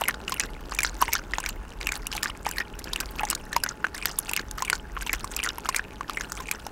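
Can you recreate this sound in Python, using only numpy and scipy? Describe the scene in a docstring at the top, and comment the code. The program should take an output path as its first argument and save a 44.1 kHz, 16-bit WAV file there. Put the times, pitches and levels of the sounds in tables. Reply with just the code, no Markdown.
"""Dog lapping milk, close by

A dog laps milk from a small glass bowl on a wooden table in a curtained room, about three laps a second. In
each lap the tongue slaps the milk, pulls back and the jaws close: air pockets ring as gliding sines, wet films
snap as short torn noise, and saliva crackles finely as many tiny chirps and clicks. The table top throws back
one faint copy of the lapping; a faint hum sounds, and the room hisses, rumbles and shuffles."""
import sys
import numpy as np
from scipy import signal
from scipy.fft import rfft, irfft
from scipy.io import wavfile
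from scipy.ndimage import uniform_filter1d

SR = 44100
rng = np.random.default_rng(int(sys.argv[2]) if len(sys.argv) > 2 else 0)


def output_pcm(signal):
    """Save a mono or channel-first signal as 16-bit PCM at the path in sys.argv[1].

    Samples are clipped to [-1, 1] before scaling.
    """
    pcm = np.clip(np.atleast_2d(signal).T, -1, 1) * 32767
    wavfile.write(sys.argv[1], SR, np.round(pcm).astype(np.int16))


N = 295911  # length of the scene in samples


def from_db(db):
    """Decibels to gain."""
    return 10 ** (np.asarray(db) / 20)


def rms_one(x):
    """Scale to unit rms."""
    return x / np.sqrt(np.mean(x ** 2) + 1e-20)


def at_hz(points, hz):
    """Read a spectrum on a log-frequency axis."""
    table_hz, table_db = np.transpose(points)
    return np.interp(np.log(hz), np.log(table_hz), table_db)


def level_over_time(points):
    """Gain at every sample, from a table of times and decibels."""
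    return from_db(np.interp(np.arange(N) / SR, *np.transpose(points)))


def band(x, low_hz, high_hz, order=2):
    """Causal band-pass."""
    sos = signal.butter(order, [low_hz, min(high_hz, .45 * SR)], "band", fs=SR, output="sos")
    return signal.sosfilt(sos, x + 1e-18)


def resonate(x, hz, width_hz):
    """One resonance with unit gain on top."""
    r = np.exp(-np.pi * width_hz / SR)
    zeros = np.array([1, 0, -1]) * (1 - r * r) / 2
    poles = [1, -2 * r * np.cos(2 * np.pi * hz / SR), r * r]
    return signal.lfilter(zeros, poles, x + 1e-18)


def tinted(x, low_hz, high_hz, width_hz, count=3):
    """Ring a short sound through a few resonances picked at random in a range."""
    return sum(resonate(x, low_hz * (high_hz / low_hz) ** place, width_hz) for place in rng.random(count))


def bubble(t, hz, t60, rise, swell_cycles):
    """A pocket of air swells into ringing, its pitch gliding by the share `rise` as it dies."""
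    pitch = hz * (1 + rise * (np.minimum(t / t60, 1) - .1))
    ring = np.sin(2 * np.pi * np.cumsum(pitch) / SR)
    return ring * from_db(-60 * t / t60) * (1 - np.exp(-t * hz / swell_cycles))


def tear(t, swell_s, t60, tail_db, tail_t60, uneven_db):
    """A wet film rips open in a quick uneven spurt of noise, with a weaker tail as it draws back."""
    spurt, late = rng.standard_normal((2, len(t)))
    knots = t[::24]
    uneven = from_db(uneven_db * np.interp(t, knots, rng.standard_normal(len(knots))))
    decays = spurt * from_db(-60 * t / t60) + late * from_db(tail_db - 60 * t / tail_t60)
    return decays * uneven * (1 - np.exp(-t / swell_s))


def burst(x, db):
    """Give a short sound the energy of 5 ms at this level."""
    return from_db(db) * x * np.sqrt(.005 * SR / np.sum(x ** 2))


def ticks(per_s, spread_db):
    """Random tiny ruptures, a few much larger than the rest."""
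    sizes = from_db(spread_db * np.minimum(rng.exponential(1, N), 4))
    return sizes * rng.choice([-1, 1], N) * (rng.random(N) < per_s / SR)


def droplets(clicks, low_hz, high_hz, width_share, count=14):
    """Deal each click at random to one of a row of resonances, giving the clicks different colours."""
    dealt = rng.integers(0, count, N)
    out = np.zeros(N)
    for k, hz in enumerate(np.geomspace(low_hz, high_hz, count)):
        out += resonate(clicks * (dealt == k), hz, width_share * hz) / np.sqrt(hz)
    return rms_one(out)


def fizz(activity, per_s, low_hz, high_hz, cycles, spread_db, rise):
    """Tiny bubbles of random pitch and strength chirp upward as they burst; few do while the tongue rests."""
    t = np.arange(SR // 40) / SR
    out = np.zeros(N + len(t))
    for when, place, strength, chance in rng.random((int(per_s * N / SR), 4)):
        start = int(when * N)
        if chance < activity[start]:
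            hz = low_hz * (high_hz / low_hz) ** place
            t60 = cycles / hz
            ring = bubble(t[t < t60], hz, t60, rise, swell_cycles=cycles / 12)
            gain = np.sqrt(hz * activity[start]) * from_db(spread_db * strength ** 3)
            out[start:start + len(ring)] += ring * gain
    return rms_one(out[:N])


def swell(start, length, attack_s, release_s):
    """A linear attack up to the start, a hold, and an exponential release."""
    t = np.arange(N) / SR - start
    return np.clip(1 + t / attack_s, 0, 1) * np.exp(-np.clip((t - length) / release_s, 0, 20))


# colour of the room's hiss: (frequency [Hz], relative level per Hz [dB])
AIR_SPECTRUM = [(70, 7.5), (150, 5.5), (300, 2.5), (480, -11), (620, -5.5), (1150, -18), (1550, -13),
                (1900, -19), (2700, -24), (3400, -28), (5000, -24), (15000, -33)]
# faint hum: (frequency [Hz], width [Hz], level [dB])
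HUM_BANDS = [(417.4, 23, -58), (852, 4.8, -58)]
# the room's low rumble, slowly heaving: (time [s], level [dB])
RUMBLE_LEVEL = [(0, -45), (.6, -40), (1.8, -39.5), (2.499, -42), (3.1, -38.5), (3.8, -48.5), (4.6, -40.5),
                (5.2, -40), (5.7, -47.5), (6.7, -46)]
# soft low shuffling: (time [s], level [dB])
SHUFFLE_LEVEL = [(0, -43.5), (.35, -46.5), (.6, -49.5), (2.6, -52.5), (3.2, -46), (4.1, -53.5),
                 (5.2, -51.5), (6.7, -52)]
AIR_DB = -48


def air():
    """Shaped noise hisses and narrow noise hums over low rumbling noise and shuffling clusters of ticks."""
    hz = np.maximum(np.fft.rfftfreq(N, 1 / SR), 1)
    hiss = rms_one(irfft(rfft(rng.standard_normal(N)) * from_db(at_hz(AIR_SPECTRUM, hz)), N))
    hum = sum(from_db(db) * rms_one(resonate(rng.standard_normal(N), f, width)) for f, width, db in HUM_BANDS)
    rumble = rms_one(band(rng.standard_normal(N), 29.5, 54.0))
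    shuffle = rms_one(band(ticks(per_s=250, spread_db=3.0), 130, 500))
    moving = level_over_time(RUMBLE_LEVEL) * rumble + level_over_time(SHUFFLE_LEVEL) * shuffle
    return from_db(AIR_DB) * hiss + hum + moving


ROOM_T60_S, ROOM_DB = 0.032, -27.5206  # decay time, level of the whole tail


def room(x, dull_hz=5500):
    """A short diffuse tail of decaying noise, dulled by the curtains."""
    t = np.arange(SR // 2) / SR
    decay = from_db(-60 * t / ROOM_T60_S) * (1 - np.exp(-t / 0.006))
    tail = band(rng.standard_normal(len(t)) * decay, 150, dull_hz, order=1)
    return from_db(ROOM_DB) * signal.fftconvolve(x, tail / np.sqrt(np.sum(tail ** 2)))[:N]


def reflections(x, table_s=.0028, table_db=-24.5):
    """The table top throws each sound back once, a little later and weaker."""
    n = np.arange(N)
    return x + from_db(table_db) * np.interp(n - table_s * SR, n, x, left=0)


# now and then a tiny bubble rings on: (time [s], frequency [Hz], level over 5 ms [dB])
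RINGING_BUBBLES = [(.41, 7300, -48), (1.495, 7300, -46), (4.732, 7800, -48)]


def squeaks(t60=0.12, rise=-0.051):
    """Tiny bubbles that ring on thinly, sinking a little in pitch."""
    t = np.arange(SR // 4) / SR
    out = np.zeros(N + len(t))
    for s, hz, db in RINGING_BUBBLES:
        at = int(s * SR)
        out[at:at + len(t)] += burst(bubble(t, hz, t60, rise, swell_cycles=10), db)
    return out[:N]


# one row per lap of the tongue; the levels are before the trims in tongue():
# (start [s], length [s], slosh [dB], saliva crackle [dB], dribble until the next lap [dB])
TONGUE_LAPS = [(0, .11, -47, -49, -59), (0.278, 0.18, -46.5, -48, -59), (0.71, 0.19, -45, -48.5, -56),
               (1.004, 0.19, -43, -47, -57), (1.336, 0.17, -42, -49, -63.5),
               (1.805, 0.17, -42, -47.5, -58.5), (2.121, 0.18, -41.5, -47.5, -61.5),
               (2.45, 0.17, -42.5, -47, -64), (2.856, 0.18, -42.5, -52.5, -54),
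               (3.178, 0.15, -40.5, -51.5, -57), (3.519, 0.2, -44.5, -50, -60.5),
               (3.945, 0.16, -43.5, -47.5, -54), (4.278, .13, -43.5, -49, -58.5),
               (4.577, 0.19, -44, -48, -59.5), (5.003, .15, -45.5, -48.5, -54),
               (5.315, 0.19, -43, -49, -58.5), (5.648, 0.14, -44, -48, -60),
               (6.086, 0.16, -43.5, -50, -53.5), (6.37, 0.19, -44.5, -50, -56.5)]
LAP_ATTACK_S, LAP_RELEASE_S = 0.004, 0.0053
# the tongue is loudest going in and as the jaws close, quieter while it lifts; the milk rocks between laps
LIFT_DIP_DB, ROCKING_DB = 6.5, -49.5


def lap_levels():
    """How hard the milk is stirred and the saliva crackles: a swell per lap, then a dribble until the next."""
    t = np.arange(N) / SR
    stir, wet = from_db(ROCKING_DB), 0
    next_starts = [row[0] for row in TONGUE_LAPS[1:]] + [N / SR]
    for (start, length, slosh_db, crackle_db, dribble_db), until in zip(TONGUE_LAPS, next_starts):
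        lift = np.sin(np.pi * np.clip((t - start) / length, 0, 1)) ** 2
        lap = swell(start, length, LAP_ATTACK_S, LAP_RELEASE_S) * from_db(-LIFT_DIP_DB * lift)
        dribble = from_db(dribble_db) * swell(start, until - start, LAP_ATTACK_S, LAP_RELEASE_S)
        stir = np.maximum(stir, from_db(slosh_db) * lap)
        wet = np.maximum(wet, np.maximum(from_db(crackle_db) * lap, dribble))
    return stir, wet


# the mouth's pitch rises as the tongue lifts and falls as the jaws close
JAW_OPEN_HZ, JAW_SHUT_HZ, JAW_CLOSES_FROM = 2750, 1433, .38  # the last is a share of the lap


def slurp(level_db, focus_octaves=0.2, width_hz=220, count=9):
    """Milk drawn along the tongue swishes in the mouth, whose resonance follows the jaws."""
    turns = (0, JAW_SHUT_HZ), (JAW_CLOSES_FROM, JAW_OPEN_HZ), (1, JAW_SHUT_HZ)
    path = [(start + share * length, hz) for start, length, *_ in TONGUE_LAPS for share, hz in turns]
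    mouth_hz = np.interp(np.arange(N) / SR, *np.transpose(path))
    out = np.zeros(N)
    for hz in np.geomspace(1300, 2950, count):
        near = np.exp(-(np.log2(hz / mouth_hz) / focus_octaves) ** 2)
        out += near * rms_one(resonate(ticks(per_s=700, spread_db=4.5), hz, width_hz))
    return from_db(level_db) * rms_one(out)


# hollow between muzzle and bowl: (frequency [Hz], width [Hz], relative level [dB])
HOLLOW_MODES = [(856, 210, 12.5), (1540, 500, 6.5), (2430, 255, 2), (2490, 460, 4.5)]


def hollow(x):
    """The resonances between muzzle and bowl, in parallel with alternating sign."""
    return sum((-1) ** k * from_db(db) * resonate(x, hz, width)
               for k, (hz, width, db) in enumerate(HOLLOW_MODES))


def tongue(slosh_db=-1.5, froth_db=-3.0, crackle_db=-0.5, thread_db=2.5, spray_db=-3.5, mist_db=-12.5,
           pat_db=-6.0):
    """Stirred milk sloshes in the hollow and froths, while saliva crackles and sprays off the tongue."""
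    stir, wet = lap_levels()
    # the liquid tears in clumps a few milliseconds long
    clumps = rms_one(uniform_filter1d(uniform_filter1d(rng.standard_normal(N), size=150), size=90))
    slosh = rms_one(hollow(ticks(per_s=3000, spread_db=3.0) * from_db(4.0 * clumps)))
    froth = fizz(np.minimum(stir / from_db(-41.5), 1), per_s=360, low_hz=1173, high_hz=3000,
                 cycles=20.6, spread_db=24, rise=0.26)
    crackle = fizz(np.minimum(wet / from_db(-50), 1), per_s=520, low_hz=3000, high_hz=9000,
                   cycles=24, spread_db=24, rise=.1)
    spray_ticks = ticks(per_s=3000, spread_db=8.5) * from_db(6.1 * clumps)
    spray = droplets(spray_ticks, 4600, 15000, width_share=0.057)
    mist_ticks = ticks(per_s=13000, spread_db=9.0) * from_db(1.2 * clumps)
    mist = rms_one(band(mist_ticks, 4500, 22000, order=1))
    # now and then a thread of saliva parts with a small sharp tick
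    threads = droplets(ticks(per_s=26, spread_db=2.5), 2400, 7500, width_share=.25)
    # the soft body of the tongue pats against the bowl
    pat = rms_one(band(ticks(per_s=120, spread_db=3.0), 170, 520))
    milk = from_db(slosh_db) * slosh + from_db(froth_db) * froth + from_db(pat_db) * pat
    saliva = from_db(crackle_db) * crackle + from_db(thread_db) * threads
    saliva += from_db(spray_db) * spray + from_db(mist_db) * mist
    return stir * milk + wet * (saliva + slurp(level_db=0.5))


def jaws(count=5, pocket_db=-39.0, spread_db=2.0, t60=0.008, scatter=0.095, rise=0.11, wet_db=-8.5):
    """Closing jaws squeeze out a run of lesser pops that falls in pitch, with some scatter."""
    t = np.arange(SR // 16) / SR
    out = np.zeros(N + SR)
    for start_s, length, *_ in TONGUE_LAPS:
        for shut in (np.arange(count) + rng.random(count)) / count:
            size, detune = rng.standard_normal(2)
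            hz = JAW_OPEN_HZ * (JAW_SHUT_HZ / JAW_OPEN_HZ) ** shut * np.exp(scatter * detune)
            db = pocket_db + spread_db * size
            pocket = burst(bubble(t, hz, t60, rise, swell_cycles=1.0), db)
            film = tear(t, swell_s=.0007, t60=0.014, tail_db=-26, tail_t60=0.011, uneven_db=-4.0)
            film = burst(band(film, 3.4 * hz, 3.73 * hz), db + wet_db)
            at = int((start_s + length * (JAW_CLOSES_FROM + (1 - JAW_CLOSES_FROM) * shut)) * SR)
            out[at:at + len(t)] += pocket + film
    return out[:N]


# the loud wet pops of tongue and lips; the levels are over 5 ms, before the trims in pops():
# (time [s], air pocket [Hz], pocket decay t60 [s], pocket level [dB],
#  small bubble [Hz], small bubble level [dB], film snap level [dB])
WET_POPS = [(0.0106,980,0.068,-28,6070,-35,-31), (0.018,885,0.0087,-24,5600,-52,-46),
            (.038,2660,.012,-29,3150,-40,-40), (0.0547,2220,0.022,-35,5000,-45,-52),
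            (0.078,2100,0.016,-33,3500,-52,-50), (.083,2030,0.015,-23.5,5350,-28.5,-21),
            (0.0897,1330,0.0061,-26,6760,-46,-53), (.095,1900,.011,-28,4000,-54,-57),
            (.108,1790,.012,-34,3980,-38,-62), (0.142,1550,.02,-35,3640,-37,-66),
            (0.2798,2750,0.011,-29.5,6340,-42,-42), (.295,1420,0.011,-35,6800,-37,-33),
            (0.321,1007,0.038,-27.5,4900,-23.5,-39), (0.3411,2700,0.009,-37.5,6700,-44,-33),
            (.397,2020,0.017,-30,6000,-22,-24), (0.4037,2500,0.0027,-27,4940,-29,-50),
            (.4088,2590,0.12,-34.5,7040,-30,-51), (0.4355,1590,0.016,-33.5,5240,-33,-58),
            (0.7212,1090,0.0084,-31.5,4670,-40,-47), (0.7475,944,0.061,-47,7200,-31,-36),
            (0.788,2390,.04,-21.5,5740,-24,-33), (.805,1680,0.024,-31,5730,-30,-35),
            (.832,2210,0.018,-27.5,4730,-30,-22.5), (0.8477,1730,.004,-24.5,4070,-24.5,-52),
            (0.8534,1450,0.031,-42,5170,-30,-60), (.8638,1560,0.0087,-41,5760,-30,-51),
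            (0.8722,1570,0.066,-39,4640,-34,-60), (1.008,1070,.045,-36,5450,-32.5,-43),
            (1.015,1061,0.069,-22.5,4800,-31,-25.5), (1.0233,983,0.029,-16.5,5840,-26.5,-31),
            (1.0809,2030,0.0056,-29.5,7300,-63,-43), (1.088,916,0.055,-30,6500,-56,-60),
            (1.1275,2170,.011,-31,5600,-31,-38), (1.1319,2260,0.0086,-28,6200,-22.5,-21),
            (1.139,2360,0.02,-31,5370,-35,-33), (1.1522,1375,0.018,-27,5770,-22.5,-52),
            (1.1614,1640,.022,-30.5,4700,-36,-59), (1.3356,1910,0.016,-24.5,4870,-34,-62),
            (1.3834,930,0.011,-26,6600,-26,-43), (1.4014,1000,0.025,-40.5,5740,-35,-34.5),
            (1.4391,1560,0.023,-34,6540,-38,-55), (1.4613,2350,.012,-29.5,5500,-28,-40),
            (1.489,1950,0.024,-54,6700,-34,-29.5), (1.8119,2270,0.0059,-36,4800,-36,-45),
            (1.87,2750,0.014,-24.5,5400,-32,-30.5), (1.8896,2300,0.027,-27.5,6900,-34,-45),
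            (1.9201,1620,.012,-29.5,6500,-27.5,-33), (2.0683,2770,0.021,-34.5,7360,-30,-28.5),
            (2.116,1675,0.039,-39,5070,-31.5,-46), (2.151,856,0.075,-34.5,6100,-37,-39),
            (2.1648,930,.039,-50,4260,-30,-34.5), (2.179,2330,.005,-31.5,6500,-50,-51),
            (2.2304,1760,0.019,-28,5020,-22,-26.5), (2.2398,1180,.021,-35.5,7160,-31,-37),
            (2.258,1590,0.0093,-26,4000,-60,-64), (2.4653,870,0.022,-23,4960,-35,-41),
            (2.4882,990,0.036,-38,5440,-33.5,-35.5), (2.5119,1540,0.026,-38.5,7160,-36,-31.5),
            (2.5682,1680,0.071,-36,4360,-48,-42), (2.5821,1950,0.022,-27.5,4250,-27,-37),
            (2.603,1826,0.052,-24.5,6200,-43,-50), (2.79,1610,0.025,-48,6900,-36,-39),
            (2.841,870,.033,-61,5320,-34.5,-40), (2.9327,1040,.023,-38,3820,-23,-34),
            (2.9598,2760,0.0086,-28,5530,-37,-33.5), (3.0022,2480,0.0073,-33,5120,-26,-30),
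            (3.0075,1590,0.025,-32,4940,-34,-30), (3.1944,2520,0.012,-28,4130,-40,-48),
            (3.207,853,0.077,-31,6400,-50,-40), (3.233,837,0.054,-22.5,6400,-41,-40),
            (3.251,810,.016,-47,6150,-30.5,-38), (3.3008,2550,.028,-39,5130,-28,-20),
            (3.3088,2840,0.042,-34,7780,-24.5,-34), (3.3292,1200,0.011,-29.5,4170,-32,-61),
            (3.35,1470,0.024,-42,6940,-25.5,-31.5), (3.5286,1710,.035,-30.5,4050,-31,-40),
            (3.5638,934,0.041,-18,5020,-23.5,-30), (3.636,1520,0.037,-25.5,5100,-23,-23.5),
            (3.6628,1470,.007,-28.5,3470,-39,-61), (3.6893,1590,0.046,-64,6470,-26,-67),
            (3.8434,1540,0.015,-20.5,3780,-41,-53), (3.8474,1570,0.02,-26,4800,-53,-53),
            (3.8675,1440,0.0043,-33.5,6200,-44,-53), (3.9464,1670,.023,-37.5,5000,-42,-40),
            (4.025,2300,.023,-33,4950,-40,-52), (4.056,1810,0.0028,-26.5,4850,-23,-22),
            (4.093,1190,.02,-43,5140,-36,-58), (4.1132,850,.013,-46,5000,-33,-60),
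            (4.1869,1110,0.028,-39.5,7200,-29,-18), (4.2932,2700,.018,-31.5,6600,-34,-31),
            (4.313,923,0.03,-32,5800,-49,-34), (4.334,2680,0.015,-27.5,7250,-28.5,-28.5),
            (4.3639,2840,0.0076,-27.5,5120,-27,-26.5), (4.3741,2370,0.01,-28,6400,-34,-54),
            (4.3938,1620,0.022,-29.5,4450,-32,-64), (4.5112,1610,0.023,-48,6640,-34,-35),
            (4.582,1250,0.039,-33.5,5500,-34.5,-49), (4.622,1016,.039,-26,6600,-27.5,-34),
            (4.649,2870,.016,-35.5,6700,-36,-35.5), (4.6796,2270,.027,-31,6860,-49,-47),
            (4.6995,2200,0.0035,-23,4560,-27,-24), (4.7295,1500,0.015,-21,4500,-24.5,-39),
            (4.9664,1384,0.015,-32.5,3770,-54,-68), (4.972,1075,.023,-32,4360,-60,-67),
            (5.022,1580,0.026,-33.5,7000,-54,-37), (5.064,940,0.039,-35,3240,-32,-40),
            (5.072,2600,0.011,-32,3580,-38,-42), (5.095,2360,0.016,-25,5800,-48,-60),
            (5.13,1895,.045,-26,5130,-28,-25.5), (5.1374,2000,0.0018,-27,7360,-37,-45),
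            (5.2429,1110,0.02,-32,5560,-40,-33.5), (5.364,2600,0.047,-37,7300,-26.5,-26),
            (5.391,2710,.005,-30,3450,-48,-47), (5.3997,2470,.023,-29,3700,-48,-55),
            (5.4305,3000,0.01,-31.5,3400,-44,-42), (5.4364,2120,0.016,-34,6310,-27.5,-27.5),
            (5.445,1930,0.024,-30,6500,-45,-33), (5.4531,1490,.009,-39,6540,-29.5,-47),
            (5.4628,1500,0.015,-28,4100,-48,-56), (5.473,1420,0.0092,-29,4560,-54,-59),
            (5.489,3050,0.044,-37,3670,-25,-42), (5.5821,940,0.032,-32.5,5350,-45,-35.5),
            (5.6563,1270,0.014,-30.5,4400,-41,-49), (5.689,1054,0.021,-23,6930,-23,-31),
            (5.7461,2150,0.0035,-26,5500,-40,-39), (5.7593,2100,0.021,-36,6600,-39,-35),
            (5.7623,2300,0.032,-29,6400,-24,-24), (5.7939,1590,0.015,-26,5230,-46,-64),
            (6.0087,1120,0.019,-29,6000,-43,-50), (6.0963,1180,0.016,-30,3970,-35,-40),
            (6.1712,2120,0.044,-26.5,5440,-41,-43), (6.209,1600,0.013,-30.5,6640,-30,-44),
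            (6.32,1320,0.0064,-36.5,6970,-29.5,-37), (6.4024,1040,0.05,-34.5,5460,-38,-45),
            (6.486,2320,.018,-36,4500,-51,-55), (6.5123,2210,0.014,-26.5,6330,-29,-25),
            (6.6655,847,0.023,-34.5,5350,-35.5,-41.5)]
POCKET_GLIDE, POCKET_GLIDE_SPREAD = -.02, 0.1  # change of pitch while a pocket rings, as a share
FILM_UNEVEN_DB = 9


def pops(thud_db=-17.5, pocket_db=3.08, smack_db=-6.0, bead_db=-3.5, spray_db=-4.5, snap_db=0.0,
         bead_lag_s=0.00115, mouth_db=13.5):
    """Each bursting film rings its air pocket and the mouth, sheds a small bubble and throws a bright snap."""
    t = np.arange(SR // 16) / SR
    knots = t[::110]
    out = np.zeros(N + len(t))
    for s, hz, t60, db, bead_hz, small_db, film_db in WET_POPS:
        glide, lag = rng.random(2)
        # the moving tongue squeezes the pocket, so its pitch wobbles
        squeeze = 1 + .045 * np.interp(t, knots, rng.standard_normal(len(knots)))
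        rise = POCKET_GLIDE + POCKET_GLIDE_SPREAD * (glide - .5)
        pocket = burst(bubble(t, hz * squeeze, t60, rise, swell_cycles=0.34), db + pocket_db)
        # quick pops tear at once, slow gulps take longer
        rip = .0035 + .17 * t60
        smack = tear(t, swell_s=0.0021, t60=1.9 * rip, tail_db=-23.0, tail_t60=0.037, uneven_db=7.0)
        smack = band(smack, 980, 1890)
        smack = burst(smack + from_db(mouth_db) * resonate(smack, 2920, 400), db + smack_db)
        # the small bubble follows after a random lag
        bead_t = np.maximum(t - lag * bead_lag_s, 0)
        bead = burst(bubble(bead_t, bead_hz, t60=0.013, rise=0.57, swell_cycles=1.0), small_db + bead_db)
        film = tear(t, swell_s=0.00057, t60=rip, tail_db=-19, tail_t60=0.028, uneven_db=FILM_UNEVEN_DB)
        spray = tinted(band(film, 3330, 8050), 3310, 7100, width_hz=930, count=4)
        spray = burst(spray, small_db + spray_db)
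        # every film snaps with a colour of its own
        bright = band(film, 7380, 17200, order=3)
        snap = burst(0.28 * bright + tinted(bright, 7030, 13300, width_hz=1040), film_db + snap_db)
        # the soft flesh round the pocket gives a dull thud
        thud = tear(t, swell_s=0.0011, t60=.014, tail_db=-24, tail_t60=.04, uneven_db=2.5)
        thud = burst(band(thud, 172, 464), db + thud_db)
        start = max(0, round(s * SR))
        out[start:start + len(t)] += pocket + smack + bead + spray + snap + thud
    return out[:N]


def scene():
    """The lapping close by, its room and the background, as one channel."""
    lapping = reflections(pops() + jaws() + squeaks() + tongue())
    return (lapping + room(lapping) + air())[None]


CUTOFF_HZ = 15800


def record(dry):
    """A mono microphone signal whose top is cut steeply by an elliptic low-pass."""
    return signal.sosfilt(signal.ellip(10, .1, 80, CUTOFF_HZ, fs=SR, output="sos"), dry)


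dry = scene()
out = record(dry)
output_pcm(out)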